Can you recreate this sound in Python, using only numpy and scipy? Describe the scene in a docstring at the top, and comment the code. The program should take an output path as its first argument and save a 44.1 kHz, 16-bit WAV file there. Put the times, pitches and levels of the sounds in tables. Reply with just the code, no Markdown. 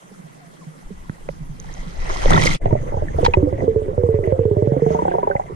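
"""First come soft, round gulps of water, as someone wades into a slow river with a waterproof camera.
The water sloshes and knocks on the case, spray hisses up, and a splash closes over the two microphone
openings, called ports. After a short hush comes the main sound, muffled under water: air tears loose
in a chain of glugs, each a group of ringing bubbles. Clouds of finer bubbles churn and fizz around
them, and the last glugs lose their deep note and shed tiny beads of air."""
import sys
import numpy as np
from scipy import signal
from scipy.fft import rfft, irfft, next_fast_len
from scipy.io import wavfile

SR = 44100
rng = np.random.default_rng(int(sys.argv[2]) if len(sys.argv) > 2 else 0)


def put_to_file(sound):
    """Save the sound as 16-bit audio at rate SR, in the file named by the first command-line argument."""
    columns = np.atleast_2d(sound).T  # one column per channel
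    safe = np.clip(columns, -1, 1)
    whole_steps = np.round(safe * 32767)
    wavfile.write(sys.argv[1], SR, whole_steps.astype(np.int16))


N = 244755
TIME = np.arange(N) / SR
WADE_S, PLUNGE_S = 0.84, 2.324   # the camera starts to move; it hits the surface
SEALED_S, OPEN_S = 2.555, 2.62   # water seals the ports; the sound below is fully through
HUSH_DB = -57


# Big bubbles breaking off. Each row: start in seconds, pop level and main bubble level in dB, main and
# twin pitch in Hz, splinter level in dB, its pitch in Hz, seconds for these three to fade by 60 dB.
GLUGS = [(2.656, -6, -12.5, 578, 690, -4.5, 681, 0.043), (2.7054, -13, -22, 596, 340, -19.5, 931, 0.1),
         (2.727, -2, -14.5, 356, 539, -3.5, 621, 0.049), (2.7515, -8.0, -10.5, 595, 688, -16.5, 582, 0.08),
         (2.9203, -17, -18.0, 579, 330, -20.5, 828, 0.068), (2.94, -9.5, -16, 563, 824, -21.5, 750, 0.08),
         (2.9689, -7.5, -18, 810, 420, -33.5, 560, 0.1), (3.0201, -10, -17, 588, 632, -24, 601, 0.08),
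         (3.1839, -10, -6, 447.5, 428, -3, 669, 0.059), (3.2279, -3.0, -7, 490, 378, -18.5, 708, 0.094),
         (3.2796, -3.5, -9, 486, 383, -20.5, 700, 0.087), (3.3695, 1, -9.5, 379.3, 573, -18.5, 513, 0.242),
         (3.4242, -2.0, -4, 296.7, 298.2, -13, 481, 0.15), (3.4692, -7, -28, 512, 500, -9.5, 508, 0.14),
         (3.5249, -5.5, -15, 547, 318.3, -35, 664, 0.16), (3.6193, -7, -14, 522.5, 275.7, -29, 726, 0.33),
         (3.6772, -7, -2.5, 450, 448, -28, 547, 0.21), (3.7586, -6, -6.5, 438.6, 445.6, -17.5, 550, 0.16),
         (3.8165, -13, -19, 437, 563, -28, 576, 0.25), (3.8803, -11.5, -14, 420, 420.6, -16, 516, 0.17),
         (3.9297, -16.5, -25, 570, 433, -38.5, 506, 0.259),
         (3.9771, -3.5, -10.0, 488.7, 386, -20, 571, 0.28),
         (4.034, -2.5, -7.5, 477.5, 486.5, -32, 565, 0.18),
         (4.0869, -4, -8.0, 444.6, 455, -21.5, 544, 0.205),
         (4.1403, -3.5, -13, 431.4, 445, -18.5, 556, 0.32), (4.1871, -6.5, -17, 472, 436, -22.5, 567, 0.31),
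         (4.2319, -14.5, -14, 393.4, 365.6, -23, 641, 0.31), (4.2725, -4.5, -14, 458, 583, -16, 610, 0.25),
         (4.3212, -3.0, -6.5, 523.2, 525.5, -31, 674, 0.16),
         (4.3897, -2, -12.5, 460, 470, -13.5, 506, 0.32),
         (4.452, -3.5, -10.5, 431.7, 468.6, -24.5, 541, 0.37),
         (4.5102, -4, -14.0, 409.3, 424.3, -26, 559, 0.4),
         (4.5659, -1.5, -14, 424.4, 401.7, -15.5, 593.5, 0.32),
         (4.621, -2, -7.5, 448, 430, -13, 586, 0.163), (4.671, -2.5, -15.5, 477.5, 458, -14, 564, 0.28),
         (4.7178, -2.5, -15, 446, 564.5, -26, 714, 0.31), (4.7636, -8.5, -6.5, 505, 274.6, -24, 658, 0.091),
         (4.819, -4, -6, 459, 471.4, -29.5, 643, 0.14), (4.8613, -2, -6.5, 450, 456, -13, 708, 0.133),
         (4.9035, -4, -13.5, 448.4, 607.5, -15, 621, 0.34), (4.945, -4, -7, 451, 741, -14, 910, 0.094),
         (4.9871, -8, -11, 448, 613, -8, 964, 0.058), (5.0199, -5, -6.5, 303, 863, -8, 495, 0.044),
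         (5.0514, -4.5, -13, 747, 808, -20.5, 607, 0.12), (5.0787, -7.0, -6.5, 759, 342, -23, 560, 0.065),
         (5.1121, -8.5, -14, 706, 361, -25.5, 567, 0.119), (5.1362, -13, -8.5, 382, 720, -14.5, 938, 0.077),
         (5.1496, -2.5, -12.5, 709, 451, -23, 545, 0.14), (5.1823, -3, -12, 772, 414, -27, 944, 0.12),
         (5.2278, -6.5, -8.5, 401, 683, -8.5, 974, 0.062), (5.2712, -6, -5.5, 828, 426, -13.5, 668, 0.051),
         (5.2991, -6, -8, 573, 397, -13, 774, 0.1), (5.3515, -4, -4.5, 569, 762, -5.5, 808, 0.047),
         (5.3952, -9.0, -13.5, 764, 820, -24.5, 947, 0.071)]
# The escaping air rings higher as it shrinks. Each row: time in seconds, pocket and pop pitch in Hz.
GLUG_PITCHES = [(2.65, 101.7, 404), (3.15, 72.8, 440), (3.4, 81.5, 340), (4.0, 86.9, 380), (4.6, 98.8, 349),
                (4.72, 131.7, 350), (4.88, 152.4, 423), (5.03, 176.3, 507), (5.4, 140, 601)]

def glugs(sag_per_s=0.27, drained_s=4.803, drain_db_per_s=44, choke_s=0.15, muffle_hz=1080):
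    """Air pops loose and rings as a deep pocket, two bubbles that waver together, and a small splinter."""
    out = np.zeros(N)
    next_starts = [row[0] for row in GLUGS[1:]] + [N / SR]
    times, *pitches = np.transpose(GLUG_PITCHES)
    for (s, pop_db, db, hz, twin_hz, splinter_db, splinter_hz, t60), next_s in zip(GLUGS, next_starts):
        pocket_hz, pop_hz = (np.interp(s, times, column) for column in pitches)
        pocket_db = pop_db - 1.63 - drain_db_per_s * max(s - drained_s, 0)   # its air runs out
        sound = bubble(pop_hz, pop_db, 0.022, onset=0.39, snap=1.39, settle=0.43)
        sound += bubble(pocket_hz, pocket_db, 0.11, onset=0.35, snap=1.63, settle=0.33, rise=0.3)
        sound += bubble(hz, db, t60, onset=0.91, snap=0.48, settle=0.61, rise=-sag_per_s)
        sound += bubble(twin_hz, db - 4.5, t60, onset=1, rise=-sag_per_s)
        sound += bubble(splinter_hz, splinter_db, t60, onset=1.6, snap=0.22, settle=0.64, rise=-sag_per_s)
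        # the next glug carries this one off
        late_s = np.maximum(s + np.arange(len(sound)) / SR - next_s, 0)
        add(out, s, sound * np.exp(-(late_s / choke_s) ** 2))
    return ports(filtered(out, 10, muffle_hz, "low"))


def beads(from_s=4.97, count=16, low_hz=1280, high_hz=2150, cycles=14):
    """Each of the last glugs sheds tiny beads of air that ring briefly, most of them at once."""
    out = np.zeros(N)
    starts = np.repeat([s for s, *_ in GLUGS if s > from_s], count)
    for s, (lag, pitch, faintness) in zip(starts, rng.random((len(starts), 3))):
        hz = low_hz * (high_hz / low_hz) ** pitch
        bead = bubble(hz, -26 - 13.5 * faintness, cycles / hz, onset=1)
        add(out, s + 0.028 * lag ** 2, bead * low_hz / hz)
    return ports(out)


# Knocks and slaps on the case, and short plops of air under water. Each row: time in seconds, relative
# thud level in dB, thud pitch in Hz, relative crack level in dB, the crack's top frequency in Hz,
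# seconds for it to fade by 60 dB.
KNOCKS_AND_PLOPS = [(1.0961, -8, 146, -10, 1700, 0.0073), (1.289, -12, 550, -15.5, 2420, 0.01),
                    (1.6, -56, 705, -24, 9500, 0.0059), (2.099, -17.5, 1050, -17, 2300, .03),
                    (2.258, -4, 552, -18, 4000, 0.017), (2.306, -2.5, 730, -8, 7700, 0.024),
                    (2.333, -3, 130, -10, 4000, 0.03), (2.343, -9, 920, -16, 1500, 0.027),
                    (2.378, -7, 1050, -8.5, 3900, 0.02), (2.422, -30, 800, -4, 4500, 0.015),
                    (2.437, -35, 420, -7, 7500, 0.027), (2.457, -9.5, 500, -8, 7260, 0.05),
                    (2.469, -27, 503, -6, 6500, 0.03), (2.504, -35, 686, -22, 8900, 0.012),
                    (2.55, -21.5, 526, -21, 9700, .012), (2.658, -17, 473, -23, 2920, 0.027),
                    (2.726, 1.5, 173, -38, 1500, .02), (3.25, -7, 850, -8, 4800, 0.056),
                    (3.263, -2, 880, -5.5, 3340, 0.027), (3.3397, -5, 900, -10, 2540, .035),
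                    (5.354, -6.5, 126, -35, 2000, 0.014)]
# The notes the case rings at. Each row: pitch in Hz, width in Hz, relative level in dB.
CASE_NOTES = [(1996, 170, 7.5), (3180, 230, 0.5), (3970, 190, -5), (5300, 160, -5), (6190, 170, 3),
              (9600, 800, -2)]

def knocks_and_plops():
    """Each knock, slap or plop of air is a dull thud with a gritty crack that rings the case."""
    thuds, cracks = np.zeros((2, N))
    t = np.arange(SR // 10) / SR
    for s, thud_db, hz, crack_db, top_hz, t60 in KNOCKS_AND_PLOPS:
        add(thuds, s, bubble(hz, thud_db + 5, 0.024, onset=0.34, snap=0.17))
        grit = rng.standard_normal(len(t)) * from_db(25 * np.tanh(rng.standard_normal(len(t))))
        grit = rms_one(filtered(grit, 3, [500, top_hz], "band"))
        build_s = 0.062 * t60
        since_peak = t - 4 * build_s
        envelope = np.minimum(np.exp(since_peak / build_s), from_db(-60 * since_peak / t60))
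        add(cracks, s + since_peak[0], grit * from_db(crack_db - 10) * envelope)
    return ports(thuds + ringing(cracks, CASE_NOTES, ring_db=-6.5))


# Drips and small bubbles close by. Each row: start in seconds, relative level in dB, pitch in Hz.
PINGS = [(1.6, -24.5, 6250), (1.69, -36.5, 1800), (1.74, -30, 6200), (2.322, -16, 1944),
         (2.333, -15.5, 1880), (2.336, -15, 3530), (2.348, -14, 1970), (2.358, -18, 3700),
         (2.363, -10, 1344), (2.375, -12, 1860), (2.399, -17, 1920), (2.421, -17, 2030), (2.436, -13, 2260),
         (2.452, -14, 5960), (2.465, -13.5, 4800), (2.468, -9.5, 2200), (2.474, -7.5, 2120),
         (2.511, -17, 2130), (2.548, -20, 3460), (3.083, -25, 1780), (3.251, -19, 4180),
         (3.337, -11.5, 2504), (3.604, -29.5, 1960), (4.239, -26.5, 2016), (5.118, -23.5, 1580),
         (5.08, -26, 1520), (5.3122, -16.5, 1520), (5.3637, -24, 2030)]

def pings(cycles=55):
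    """Small, lone bubbles ring with a slightly rising pitch."""
    out = np.zeros(N)
    for s, db, hz in PINGS:
        add(out, s, bubble(hz, db + 5.5, cycles / hz, onset=1.3, rise=0.6))
    return ports(out)


# Slow gulps of water. Each row: start in seconds, relative level in dB, pitch in Hz.
GULPS = [(0.112, -35, 427), (0.115, -32.5, 199), (.19, -32, 185), (0.234, -32.5, 154), (0.665, -24.5, 156),
         (.903, -29, 417), (0.906, -23.5, 188), (1.29, -26.5, 153), (1.404, -23, 144), (1.492, -23.5, 146),
         (1.862, -24.5, 170), (2.119, -25, 478), (2.726, -9.5, 123.4)]

def gulps(cycles=17.5):
    """Big, lone bubbles ring low and round with a falling pitch."""
    out = np.zeros(N)
    for s, db, hz in GULPS:
        add(out, s, bubble(hz, db + 8, cycles / hz, onset=1.5, snap=0.72, rise=-0.32))
    return ports(out)


# How hard water rushes up round the ports. Each row: time in seconds, relative level in dB.
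RUSH = [(1.55, -58), (1.72, -50), (1.98, -48.5), (2.11, -37), (2.17, -38.5), (2.297, -32), (2.325, -30.5),
        (2.46, -28), (2.55, -31)]
# The tone of the splash. Each row: frequency in Hz, relative level in dB.
SPLASH_TONE = [(120, -49), (260, 1.5), (500, 9.5), (900, 4.5), (1400, -2), (2000, -4.5), (4000, -70)]

def splash(drown_db_per_s=51):
    """Water climbs the case and bursts at the plunge; the splash sinks away before its spray does."""
    rush = from_db(over_time(RUSH) + 1.5 - drown_db_per_s * np.maximum(TIME - PLUNGE_S, 0))
    burst = swell(PLUNGE_S, db=-19.5, rise_s=0.015, fall_s=0.089)
    return np.hypot(rush, burst) * noise(SPLASH_TONE, flicker_db=3, pops_per_s=120, pop_db=4, spread_db=2)


# The tone of the spray. Each row: frequency in Hz, relative level in dB.
SPRAY_TONE = [(900, -14), (1400, 0.5), (1600, -26), (2000, -2), (2700, -4.5), (3400, -6.5), (4400, -6.5),
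              (6200, -12), (7200, -10.5), (9800, -23), (11500, -36), (15000, -52)]

def spray():
    """Spray hisses and rings the case as far as the rush of water rises over the steady hush."""
    gain = np.sqrt(np.maximum(from_db(over_time(RUSH)) ** 2 - from_db(HUSH_DB) ** 2, 0))
    mist = noise(SPRAY_TONE, flicker_db=3, pops_per_s=260, pop_db=-5, spread_db=3)
    return from_db(-1) * gain * ringing(mist, CASE_NOTES, ring_db=1)


def trapped_bubbles(per_s=260, cycles=18, low_hz=550, high_hz=7000, step_s=0.001):
    """The splash traps bubbles of all sizes; their loudness follows the rush of water."""
    out = np.zeros(N)
    times, rush_db = np.transpose(RUSH)
    slots = np.arange(times[0], times[-1], step_s)
    for s, (chance, pitch, faintness) in zip(slots, rng.random((len(slots), 3))):
        if chance < per_s * step_s:
            hz = low_hz * (high_hz / low_hz) ** pitch
            db = np.interp(s, times, rush_db) + 0.5 - 9 * np.log(faintness + 0.098)
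            add(out, s, bubble(hz, db, cycles / hz, onset=0.99, rise=2.5))
    return ports(out)


def spatter(per_s=110, t60=0.015):
    """Flung drops smack the case and ring it, as hard as the water rushes."""
    hits = (rng.random(N) < per_s / SR) * from_db(2 * np.minimum(rng.exponential(1, N), 3))
    envelope = signal.lfilter([1], [1, -from_db(-60 / (t60 * SR))], hits + 1e-18)
    grit = filtered(envelope * rng.standard_normal(N), 4, [800, 6500], "band")
    gain = from_db(over_time(RUSH) - 2.5) * (TIME > RUSH[0][0])
    return ports(gain * rms_one(ringing(grit, CASE_NOTES, ring_db=2)))


# Passing clouds of fine bubbles. Each row: peak time in seconds, churn level in dB, fizz level in dB,
# rise and fall in seconds.
CLOUDS = [(2.72, -26.5, -50.5, 0.28, 0.1), (2.82, -53, -49.5, 0.19, 0.6), (3.213, -24.5, -44, 0.23, 0.31),
          (3.62, -21.5, -48.5, 0.08, 0.11), (4.255, -32, -49, 0.044, 0.079), (4.92, -28, -44.5, 0.22, 0.45)]
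# The tones of their churn, fizz and hiss. Each row: frequency in Hz, relative level in dB.
CHURN_TONE = [(40, -4), (70, 7.5), (140, 6), (220, -3.5), (400, 2.5), (650, -7.5), (850, -36.5),
              (1200, -46), (2500, -71.5)]
FIZZ_TONE = [(700, -0.5), (1000, 0.5), (1500, 1), (2050, -0.5), (2700, -10.5), (3400, -11), (4400, -34)]
HISS_TONE = [(2200, -31), (3200, -3), (4200, -7), (5500, -3), (6400, -4), (7300, -3.5), (10000, -6),
             (12000, -26), (15000, -38.5)]
# The notes a slit in the case sings. Each row: pitch in Hz, width in Hz, relative level in dB.
SLIT_NOTES = [(3100, 240, -2.5), (6320, 370, 4)]
# Stereo width under water. Each row: frequency in Hz, level of the sides over the middle in dB.
WIDTH_UNDER = [(40, -8.5), (400, -3.5), (600, 2), (850, 20.5), (1500, -2), (2200, -2.5), (7000, 0),
               (15000, 0.5)]

def bubble_clouds(fade_db_per_s=2):
    """Under water, clouds of bubbles churn dully; their fizz and hiss come faintly through the case."""
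    churn_swells = np.linalg.norm([swell(s, db, rise, fall) for s, db, _, rise, fall in CLOUDS], axis=0)
    fizz_swells = np.linalg.norm([swell(s, db, rise, fall) for s, _, db, rise, fall in CLOUDS], axis=0)
    churn = noise(CHURN_TONE, WIDTH_UNDER, flicker_db=3.5, pops_per_s=35, pop_db=6.5, spread_db=2)
    churn *= np.hypot(from_db(-30 - fade_db_per_s * (TIME - OPEN_S)), churn_swells)
    fizz = noise(FIZZ_TONE, WIDTH_UNDER, flicker_db=4, pops_per_s=58, pop_db=-7, spread_db=-2)
    fizz *= np.hypot(from_db(-54.5), fizz_swells)
    # the steady hiss barely touches the slit; a passing cloud sings in it
    steady = ringing(noise(HISS_TONE, WIDTH_UNDER, flicker_db=2.5), SLIT_NOTES, ring_db=-19)
    singing = ringing(noise(HISS_TONE, WIDTH_UNDER, flicker_db=3.5), SLIT_NOTES, ring_db=5.5)
    hiss = from_db(-64) * steady + from_db(-9) * fizz_swells * singing
    return churn + ringing(fizz, CASE_NOTES, ring_db=-8.5) + hiss


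# The tone of the rumble. Each row: frequency in Hz, relative level in dB.
RUMBLE_TONE = [(15, 1.5), (25, -4.5), (45, -14), (70, -18.5), (120, -27.5), (250, -71.5)]

def rumble(grow_db_per_s=12.5, fade_db_per_s=9):
    """Motion pushes air and water on the ports: it grows, heaves just before the plunge, then fades."""
    moving_db = -39.5 + grow_db_per_s * (np.minimum(TIME, PLUNGE_S) - WADE_S)
    moving_db -= fade_db_per_s * np.maximum(TIME - PLUNGE_S, 0)
    moving = from_db(moving_db) * np.clip((TIME - WADE_S) / 0.024, 0, 1)
    heave = swell(PLUNGE_S - 0.051, db=-8.5, rise_s=0.059, fall_s=0.31)
    return np.hypot(from_db(-62) + moving, heave) * noise(RUMBLE_TONE, flicker_db=4)


# The tone of the slosh. Each row: frequency in Hz, relative level in dB.
SLOSH_TONE = [(60, -50), (100, -7), (150, 6), (190, -8), (250, -8.5), (400, -19), (800, -81)]

def slosh(grow_db_per_s=4):
    """Water laps louder as the wader goes deeper; only the plunge stirs its lowest notes."""
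    water = noise(SLOSH_TONE, flicker_db=2.5)
    lapping = from_db(-49 + grow_db_per_s * TIME) * filtered(water, 6, 139, "high")
    return lapping + swell(PLUNGE_S, db=-15.5, rise_s=0.089, fall_s=0.46) * water


# Faint, far-off whistles. Each row: start and length in seconds, relative level in dB, first and
# last pitch in Hz.
WHISTLES = [(0.408, 0.11, -47.5, 760, 678), (0.613, .04, -45, 1190, 1000)]

def whistles():
    """Each pure, birdlike note comes in quickly, slides down and fades."""
    out = np.zeros(N)
    for s, length, db, first_hz, last_hz in WHISTLES:
        progress = np.linspace(0, 1, int(length * SR))
        pitch = last_hz + (first_hz - last_hz) * (1 - progress) ** 4
        envelope = from_db(db) * np.sin(np.pi * np.sqrt(progress)) * np.exp(-progress)
        add(out, s, envelope * np.sin(2 * np.pi * np.cumsum(pitch) / SR))
    return out


# The tone of the open air. 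Each row: frequency in Hz, relative level in dB.
HUSH_TONE = [(500, -7), (700, 3), (1000, 7), (1500, 2.5), (2500, 2), (4000, -2.5), (9500, -2.5),
             (12000, -12.5), (14000, -21), (15500, -40)]

def hush():
    """The steady hush over the river lightly rings the case."""
    return from_db(HUSH_DB) * ringing(noise(HUSH_TONE, flicker_db=2), CASE_NOTES, ring_db=-6)


# How hollows in front of the left port change its sound. Each row: frequency in Hz, then level in dB
# and phase in radians, both against the right port.
LEFT_PORT = [(79.6, -5.5, 0), (300, -5.5, -0.8), (470, -6.5, -0.6), (547, -13, -1.24), (677, -4.5, -3),
             (800, -1.5, -2.5), (930, 2.5, -4), (1340, -6.5, -3.5), (1940, -3.5, -4.5), (2400, -1.5, -4.5),
             (4000, -8, -5), (8000, -2.5, -4.5)]

def ports(x):
    """The right port hears the water directly; the left one hears it late and with less bass."""
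    size = next_fast_len(N + SR // 10)
    bin_hz = np.arange(size // 2 + 1) * SR / size + 1
    hz, *columns = np.transpose(LEFT_PORT)
    db, phase = (np.interp(np.log(bin_hz), np.log(hz), column) for column in columns)
    left = irfft(rfft(x, size) * from_db(db) * np.exp(1j * phase), size)[:N]
    return np.array([left, x])


# The usual stereo width. Each row: frequency in Hz, level of the sides over the middle in dB.
WIDTH = [(40, -13), (150, -3.5), (300, 1.5), (640, 6), (1400, 7), (3000, -4), (7000, 2), (15000, -4)]
# How noise leans to one side. Each row: frequency in Hz, level of left over right in dB.
LEAN = [(60, 0.5), (300, -5), (700, -4), (1300, 1.5), (2400, 1), (4400, -4), (8000, -4), (15000, 7)]

def noise(tone, width=WIDTH, flicker_db=0, pops_per_s=0, pop_db=0, spread_db=0):
    """Stereo noise in narrow bands that each flicker; bubbles can pop in each band too."""
    mids, sides = 0, 0
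    edges = 14 * 2 ** np.arange(0, 10.4, 1 / 3)   # three bands to an octave
    white = rng.standard_normal((2, 2, N))
    for k, (low, high) in enumerate(zip(edges, edges[1:])):
        hz = np.sqrt(low * high)
        if not tone[0][0] <= hz <= tone[-1][0]:
            continue
        drive = white[k % 2].copy()
        if pops_per_s:
            starts = np.flatnonzero(rng.random(N) < pops_per_s / SR)
            strengths = from_db(spread_db * np.minimum(rng.exponential(1, len(starts)), 4))
            pops = np.zeros((2, N))
            pops[:, starts] = strengths * rng.standard_normal((2, len(starts)))
            drive += from_db(pop_db) * rms_one(pops)
        band = filtered(drive, 2, [low, high], "band")
        mid, side = band * from_db(at_hz(tone, hz) + flicker_db * flicker())
        side *= from_db(at_hz(width, hz))
        lean = np.tanh(at_hz(LEAN, hz) * np.log(10) / 40)
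        mids += mid + lean * side
        sides += side + lean * mid
    return np.array([mids + sides, mids - sides]) / np.std(mids)


def bubble(hz, db, t60, onset, snap=0, settle=0.47, rise=0):
    """Trapped air rings: it swells over `onset` cycles and fades by 60 dB in `t60` seconds."""
    t = np.arange(int(0.35 * SR)) / SR
    # the pitch drops over `settle` cycles as the bubble's neck snaps, then creeps by `rise`
    pitch = hz * (1 + snap * np.exp(-t * hz / settle) + rise * t)
    envelope = from_db(db - 60 * t / t60) * (1 - np.exp(-(t * hz / onset) ** 2))
    return envelope * np.sin(2 * np.pi * np.cumsum(pitch) / SR)


def ringing(x, notes, ring_db):
    """A sound sets a table of notes ringing; its overall level stays the same."""
    ring = 0
    for hz, width_hz, db in notes:
        r = np.exp(-np.pi * width_hz / SR)
        feedback = [1, -2 * r * np.cos(2 * np.pi * hz / SR), r * r]
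        note = (1 - r * r) / 2 * signal.lfilter([1, 0, -1], feedback, x + 1e-18)
        ring += from_db(db + ring_db) * note
    return rms_one(x + ring) * np.std(x)


def swell(s, db, rise_s, fall_s):
    """A gain that peaks at time s and is a tenth as high rise_s before and fall_s after."""
    t = TIME - s
    return from_db(db - 20 * np.maximum(-t / rise_s, t / fall_s))


def flicker(rate_hz=15.7, step=40):
    """A smooth random wobble with a typical size of 1."""
    r = np.exp(-2 * np.pi * rate_hz * step / SR)
    slow = signal.lfilter([1], [1, -2 * r, r * r], rng.standard_normal(N // step + 2002))[2000:]
    return np.interp(np.arange(N) / step, np.arange(len(slow)), rms_one(slow))


def filtered(x, order, hz, kind):
    """Keep the lows, the highs or a band; a higher order cuts more sharply."""
    return signal.sosfilt(signal.butter(order, hz, kind, fs=SR, output="sos"), x)


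def from_db(db):
    """Turn decibels into a gain."""
    return 10 ** (np.asarray(db) / 20)


def rms_one(x):
    """Scale a sound to an average power of 1."""
    return x / np.sqrt(np.mean(x ** 2) + 1e-20)


def over_time(table):
    """Read a table of times and values at every sample."""
    return np.interp(TIME, *np.transpose(table))


def at_hz(table, hz):
    """Read a table at one frequency, with octaves evenly spaced."""
    frequencies, values = np.transpose(table)
    return np.interp(np.log(hz), np.log(frequencies), values)


def add(track, s, sound):
    """Mix a sound in from time s."""
    start = int(s * SR)
    track[start:start + len(sound)] += sound[:N - start]


def scene(fade_db_per_s=1100):
    """Air gives way to water, with a moment of hush between."""
    above = from_db(-fade_db_per_s * np.clip(TIME - SEALED_S, 0, 0.2))
    below = from_db(-fade_db_per_s * np.clip(OPEN_S - TIME, 0, 0.2))
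    surface = slosh() + splash() + spray() + trapped_bubbles() + spatter() + whistles() + hush()
    river = above * surface + below * bubble_clouds() + np.maximum(above, below) * rumble()
    return river + glugs() + beads() + pings() + gulps() + knocks_and_plops()


def record(dry, cutoff_hz=15300):
    """Round off the loudest peaks and cut the highest treble."""
    rounded = dry / (1 + dry ** 6) ** (1 / 6)
    return signal.sosfilt(signal.ellip(10, 0.2, 80, cutoff_hz, fs=SR, output="sos"), rounded)


dry = scene()
out = record(dry)
put_to_file(out)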